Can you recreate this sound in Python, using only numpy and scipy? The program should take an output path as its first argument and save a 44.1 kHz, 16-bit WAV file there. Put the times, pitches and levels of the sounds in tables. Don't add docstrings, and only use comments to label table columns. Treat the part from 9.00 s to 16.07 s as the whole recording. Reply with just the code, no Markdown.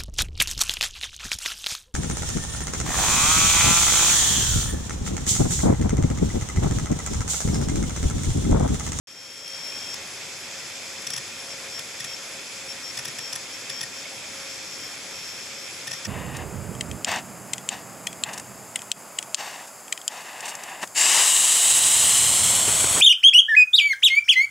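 import sys
import numpy as np
from scipy import signal
from scipy.fft import rfft, irfft, next_fast_len
from scipy.io import wavfile
from scipy.ndimage import uniform_filter1d

SR = 44100
rng = np.random.default_rng(int(sys.argv[2]) if len(sys.argv) > 2 else 0)


def file_out(sig):
    cols = np.atleast_2d(sig).T
    lim = np.clip(cols, -1, 1)
    pcm = np.round(lim * 32767).astype(np.int16)
    wavfile.write(sys.argv[1], SR, pcm)


N = 311787
T = np.arange(N) / SR
SPIN_HZ = 90.02
SERVO_HZ = 96 * SPIN_HZ

# frequency in Hz, left and right level in dB per Hz.
AIR_SPECTRUM = [(25, -95, -98), (50, -97, -100), (90.5, -79, -81.5), (486, -76.5, -79), (1130, -79.5, -81),
                (2000, -76.5, -76.5), (2850, -82, -82), (3920, -82, -80), (4720, -75.5, -79),
                (6930, -77, -78.5), (8400, -86, -82.5), (10100, -90.5, -100), (11600, -88, -103),
                (13500, -105, -110), (15800, -108, -111)]
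# frequency in Hz, width in Hz, left and right level in dB per Hz.
CASE_MODES = [(541.3, 17, -71.5, -71), (2454, 513, -88, -69), (3350, 520, -76, -77.5),
              (5310, 710, -75, -86), (7620, 630, -99, -75), (10910, 540, -81, -91.5),
              (11480, 140, -79.5, -91)]
# frequency in Hz, correlation 0-1.
AIR_CORRELATION = [(100, 0.98), (1900, 0.96), (2450, 0.67), (2800, 0.27), (3100, 0.6), (3900, 0.18),
                   (4500, 0.67), (7700, 0.67), (9000, 0.2), (15000, 0.1)]
# frequency in Hz, left and right level in dB, left lead in radians.
BEARING_TONES = [(543, -58, -59, 0.0), (1373, -61, -64, 0.0), (2160, -61, -58, -0.4),
                 (3128, -65, -59, -0.0), (3170, -71, -61, 0.1), (3498, -56, -58, -0.9),
                 (3586, -64, -62, -0.6), (3650, -59, -60, -0.5), (4172, -74, -59, 0.5),
                 (4322, -64, -62, 0.3), (5013, -55, -59, 0.2), (5101, -53, -59, 0.7), (5215, -49, -59, 0.2),
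                 (6149, -60, -65, 0.2), (6481, -56, -61, 0.9), (6779, -53, -57, -0.3),
                 (7574, -65, -59, 0.4), (7822, -65, -56, 0.7), (10950, -62, -75, -0.1),
                 (11160, -68, -80, 0.4)]
# multiple of the spin rate, left and right relative level in dB, left lead in radians.
MOTOR_TONES = [(1, -71, -75, -0.1), (3, -65, -69, -0.1), (96, -63, -60, 3.0), (120, -49, -69, 1.5),
               (144, -65, -83, -0.1), (160, -72, -72, 0.2), (168, -77, -72, -0.3)]
# start and end in seconds, relative level in dB.
TRACK_HOLDS = [(0, .61, -41.5), (.6, 0.943, -40), (2.098, 2.157, -37.5), (2.37, 2.418, -42),
               (2.487, 2.534, -38.5), (2.715, 2.784, -36.5), (3.064, 3.151, -38.5), (3.675, 3.723, -38),
               (3.82, 3.91, -39), (4.18, 4.309, -40.5), (4.52, 4.559, -38.5), (4.697, 4.797, -40.5),
               (4.918, 5.01, -46), (5.122, 5.162, -43), (5.35, 5.56, -46), (5.647, 5.933, -46),
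               (6.09, 6.465, -46), (6.545, 6.68, -46), (6.935, 6.99, -41)]
# start in seconds, position from 0 at the rim to 1 at mid-platter.
ARM_POSITIONS = [(0, 0), (3.04, .3), (4.69, 0), (4.83, 1)]
# start in seconds, relative level in dB.
TRACK_STEPS = [(.478, -28), (2.02, -32), (2.278, -31), (2.446, -37), (4.038, -35), (4.126, -35)]
# start in seconds, travel time in seconds, relative level in dB.
ARM_SEEKS = [(.941, 0.0017, -24), (2.068, 0.0044, -25.5), (2.1015, 0.0045, -26.5), (2.1345, 0.0048, -26.5),
             (2.162, .0043, -27), (2.1768, 0.0059, -28), (2.7904, 0.0043, -27), (3.0, 0.00575, -30),
             (3.0424, 0.0051, -28), (3.9716, .0053, -27.5), (3.9881, 0.0055, -26.5),
             (4.0503, 0.0054, -26.5), (4.0794, .0058, -30), (4.186, 0.0053, -27.5), (4.327, .0045, -25),
             (4.3544, 0.0057, -27.5), (4.6964, .0051, -28), (4.8088, 0.0049, -27), (4.83, 0.0072, -30),
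             (6.8715, 0.0074, -28.5), (6.912, .0055, -29.5), (6.9295, .0058, -30), (6.936, .0028, -31),
             (7.049, 0.0068, -29)]
# frequency in Hz, width in Hz, left and right relative level in dB.
ACTUATOR_MODES = [(1400, 1400, -17.5, -21.5), (2630, 300, -14.5, -11), (3420, 810, -13, -10),
                  (4500, 500, -18, -17.5), (5230, 270, -0.5, -14), (5480, 350, -4, -19),
                  (5737, 200, -2, -3.5), (6270, 910, -12.5, -21), (7750, 880, -19, -8.5),
                  (9300, 2900, -21.5, -33), (10730, 220, -3, -23), (11200, 1500, -18.5, -36),
                  (14150, 350, -27, -30), (15400, 700, -32, -30)]
# start and length in seconds, first and last pitch in Hz, level in dB.
SQUEAK_GLIDES = [(5.045, .028, 1900, 2500, -38), (5.05, .024, 517, 700, -44)]
# time in seconds, gain in dB.
FADE_IN = [(.072, -8.5), (.2, -7), (.4, -4.2), (.55, -1.5), (.7, 0.5)]


def undb(db):
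    return np.exp(np.asarray(db) * (np.log(10) / 20))


def drift(rate):
    held = np.repeat(rng.standard_normal(int(rate * N / SR) + 3), 8)
    smooth = 1.3 * uniform_filter1d(uniform_filter1d(held, 8), 8)
    return np.interp(T * rate + rng.random(), np.arange(len(smooth)) / 8, smooth)


def curves(hz, table):
    points, *columns = np.transpose(table)
    return np.array([np.interp(np.log(hz + 1), np.log(points), column) for column in columns])


def resonances(hz, modes):
    return sum(undb([[left], [right]]) ** 2 / (1 + (2 * (hz - centre) / width) ** 2) ** 2
               for centre, width, left, right in modes)


def minimum_phase(power, size):
    cepstrum = irfft(np.log(power) / 2)
    cepstrum[:, 1:size // 2] *= 2
    cepstrum[:, size // 2 + 1:] = 0
    return irfft(np.exp(rfft(cepstrum)))


def convolve(sound, response):
    response = response / np.sqrt(np.sum(response ** 2) / 2)
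    return signal.fftconvolve(np.atleast_2d(sound), response, axes=1)[:, :N]


def tone(hz, left_db, right_db, lead):
    turns = np.cumsum(hz) / SR + rng.random()
    phase = 2 * np.pi * turns + np.array([[lead], [0]])
    return np.sqrt(2) * undb([[left_db], [right_db]]) * np.sin(phase)


def add(track, start, sound):
    i = min(int(start * SR), N)
    track[i:i + len(sound)] += sound[:N - i]


def air_rush(flutter_db=0.81, swell_db=0.13, throb_depth=0.043):
    size = next_fast_len(N)
    hz = np.fft.rfftfreq(size, 1 / SR)
    alike = np.clip(curves(hz, AIR_CORRELATION)[0], 0, 1)
    mid, side = rfft(rng.standard_normal((2, size)))
    noise = mid * np.sqrt((1 + alike) / 2) + np.array([[1], [-1]]) * side * np.sqrt((1 - alike) / 2)
    power = undb(curves(hz, AIR_SPECTRUM)) ** 2 + resonances(hz, CASE_MODES)
    air = noise * np.sqrt(power * SR / 2)
    octave = np.floor(np.log2(np.maximum(hz / 250, 1)))
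    bands = (irfft(air * (octave == k), size)[:, :N] for k in np.unique(octave))
    rush = sum(band * undb(flutter_db * drift(35)) for band in bands)
    throb = 1 + throb_depth * np.sin(2 * np.pi * SPIN_HZ * T)
    return rush * undb(swell_db * drift(4)) * throb


def bearing(slip=0.000298, waver_db=0.8):
    return sum(tone(hz * (1 + slip * drift(20)), *stereo) * undb(waver_db * drift(12))
               for hz, *stereo in BEARING_TONES)


def motor(gain_db=-0.7, waver_db=1.5):
    spin_hz = SPIN_HZ * (1 + 0.0001 * drift(6))
    return undb(gain_db) * sum(tone(multiple * spin_hz, *stereo) * undb(waver_db * drift(15))
                               for multiple, *stereo in MOTOR_TONES)


def head_whine(grow_s=0.02, partner_grow_s=0.043, stop_s=0.0025, waver_db=1.84, chatter_depth=0.12):
    head_level, partner_level, whistle_level = np.zeros((3, N))
    for start, end, db in TRACK_HOLDS:
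        position = [place for since, place in ARM_POSITIONS if since <= start][-1]
        t = np.arange(int((end - start + 10 * stop_s) * SR)) / SR
        release = np.exp(-np.maximum(t - (end - start), 0) / stop_s)
        swell, slow_swell = (release * (1 - np.exp(-t / rise)) for rise in (grow_s, partner_grow_s))
        add(head_level, start, swell * undb(db))
        add(partner_level, start, slow_swell * undb(np.interp(position, (0, 1), (-42.5, -53.5))))
        add(whistle_level, start, swell * undb(np.interp(position, (0, 1), (-66, -58))))
    head_hz = 5470 + 7 * drift(50)
    partner_hz = 5410 + 10 * drift(20)
    head = tone(head_hz, left_db=3, right_db=-4.5, lead=0.86)
    head += tone(SERVO_HZ - head_hz, left_db=-16.5, right_db=-10.5, lead=0.1)
    head += tone(SERVO_HZ + head_hz, left_db=-20.5, right_db=-22, lead=1.4)
    partner = tone(partner_hz, left_db=2, right_db=-7, lead=0.96)
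    partner += tone(SERVO_HZ - partner_hz, left_db=-8, right_db=-2, lead=0.1)
    whistle = tone(2 * SERVO_HZ - head_hz, left_db=-2, right_db=-13, lead=-0.5)
    whine = (head_level * head + whistle_level * whistle) * undb(waver_db * drift(50))
    whine += partner_level * partner * undb(waver_db * drift(40))
    chatter = 1 + chatter_depth * np.sin(2 * np.pi * SPIN_HZ * T)
    return chatter * whine


def kick(t, rise_s=0.00049):
    age = np.maximum(t, 0) / rise_s
    return age * np.exp(1 - age)


def ring(t, hz, t60, push_s):
    envelope = np.minimum(t / push_s, 1) * np.exp(-np.log(1000) * np.maximum(t - push_s, 0) / t60)
    return envelope * np.sin(2 * np.pi * hz * (1 + 0.008 * rng.standard_normal()) * t)


def braking(t, travel_s, typical_s=0.0052, scatter_db=1):
    doublings = np.log2(travel_s / typical_s)
    arm_db = -36 + 13.5 * doublings + rng.normal(0, scatter_db)
    coil_db = -36.5 - 7 * abs(doublings) + rng.normal(0, scatter_db)
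    arm = undb(arm_db) * ring(t, hz=1845, t60=0.047, push_s=travel_s / 2)
    coil = undb(coil_db) * ring(t, hz=3420, t60=0.028, push_s=travel_s / 2)
    chassis = undb(-44) * np.sqrt(travel_s / typical_s) * ring(t, hz=136, t60=0.098, push_s=travel_s)
    return arm + coil + chassis


def arm_seeks(coast_force=0.2, case_db=-13, case_t60=0.087):
    t = np.arange(int(0.15 * SR)) / SR
    drive, ringing = np.zeros((2, N))
    for start, travel_s, db in ARM_SEEKS:
        force = undb(-2) * kick(t) + undb(-2) * kick(t - travel_s / 2) + undb(2) * kick(t - travel_s)
        force += coast_force * (t < travel_s)
        force /= np.sqrt(np.sum(force ** 2) / (travel_s * SR))
        rattle = rng.choice([-1, 1], len(t))
        add(drive, start, undb(db) * force * rattle)
        add(ringing, start + travel_s / 2, braking(t, travel_s))
    for start, db in TRACK_STEPS:
        add(drive, start, undb(db) * kick(t) * rng.choice([-1, 1], len(t)))
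    actuator_power = resonances(np.fft.rfftfreq(2048, 1 / SR), ACTUATOR_MODES)
    clicks = convolve(drive, minimum_phase(actuator_power, size=2048))
    case_tail = rng.standard_normal((2, len(t))) * np.exp(-np.log(1000) * t / case_t60)
    return clicks + undb(case_db) * convolve(clicks, case_tail) + ringing


def squeak():
    track = np.zeros(N)
    for start, length, first_hz, last_hz, db in SQUEAK_GLIDES:
        hz = np.linspace(first_hz, last_hz, int(length * SR))
        glide = np.sin(2 * np.pi * np.cumsum(hz) / SR)
        add(track, start, undb(db) * np.hanning(len(hz)) * glide)
    return track


def scene():
    return air_rush() + bearing() + motor() + head_whine() + arm_seeks() + squeak()


def record(dry, open_s=0.072, top_hz=15850):
    times, db = np.transpose(FADE_IN)
    gain = undb(np.interp(T, times, db)) * (T > open_s)
    lowpass = signal.ellip(10, 0.1, 80, top_hz, fs=SR, output="sos")
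    return signal.sosfilt(lowpass, dry * gain)


dry = scene()
out = record(dry)
file_out(out)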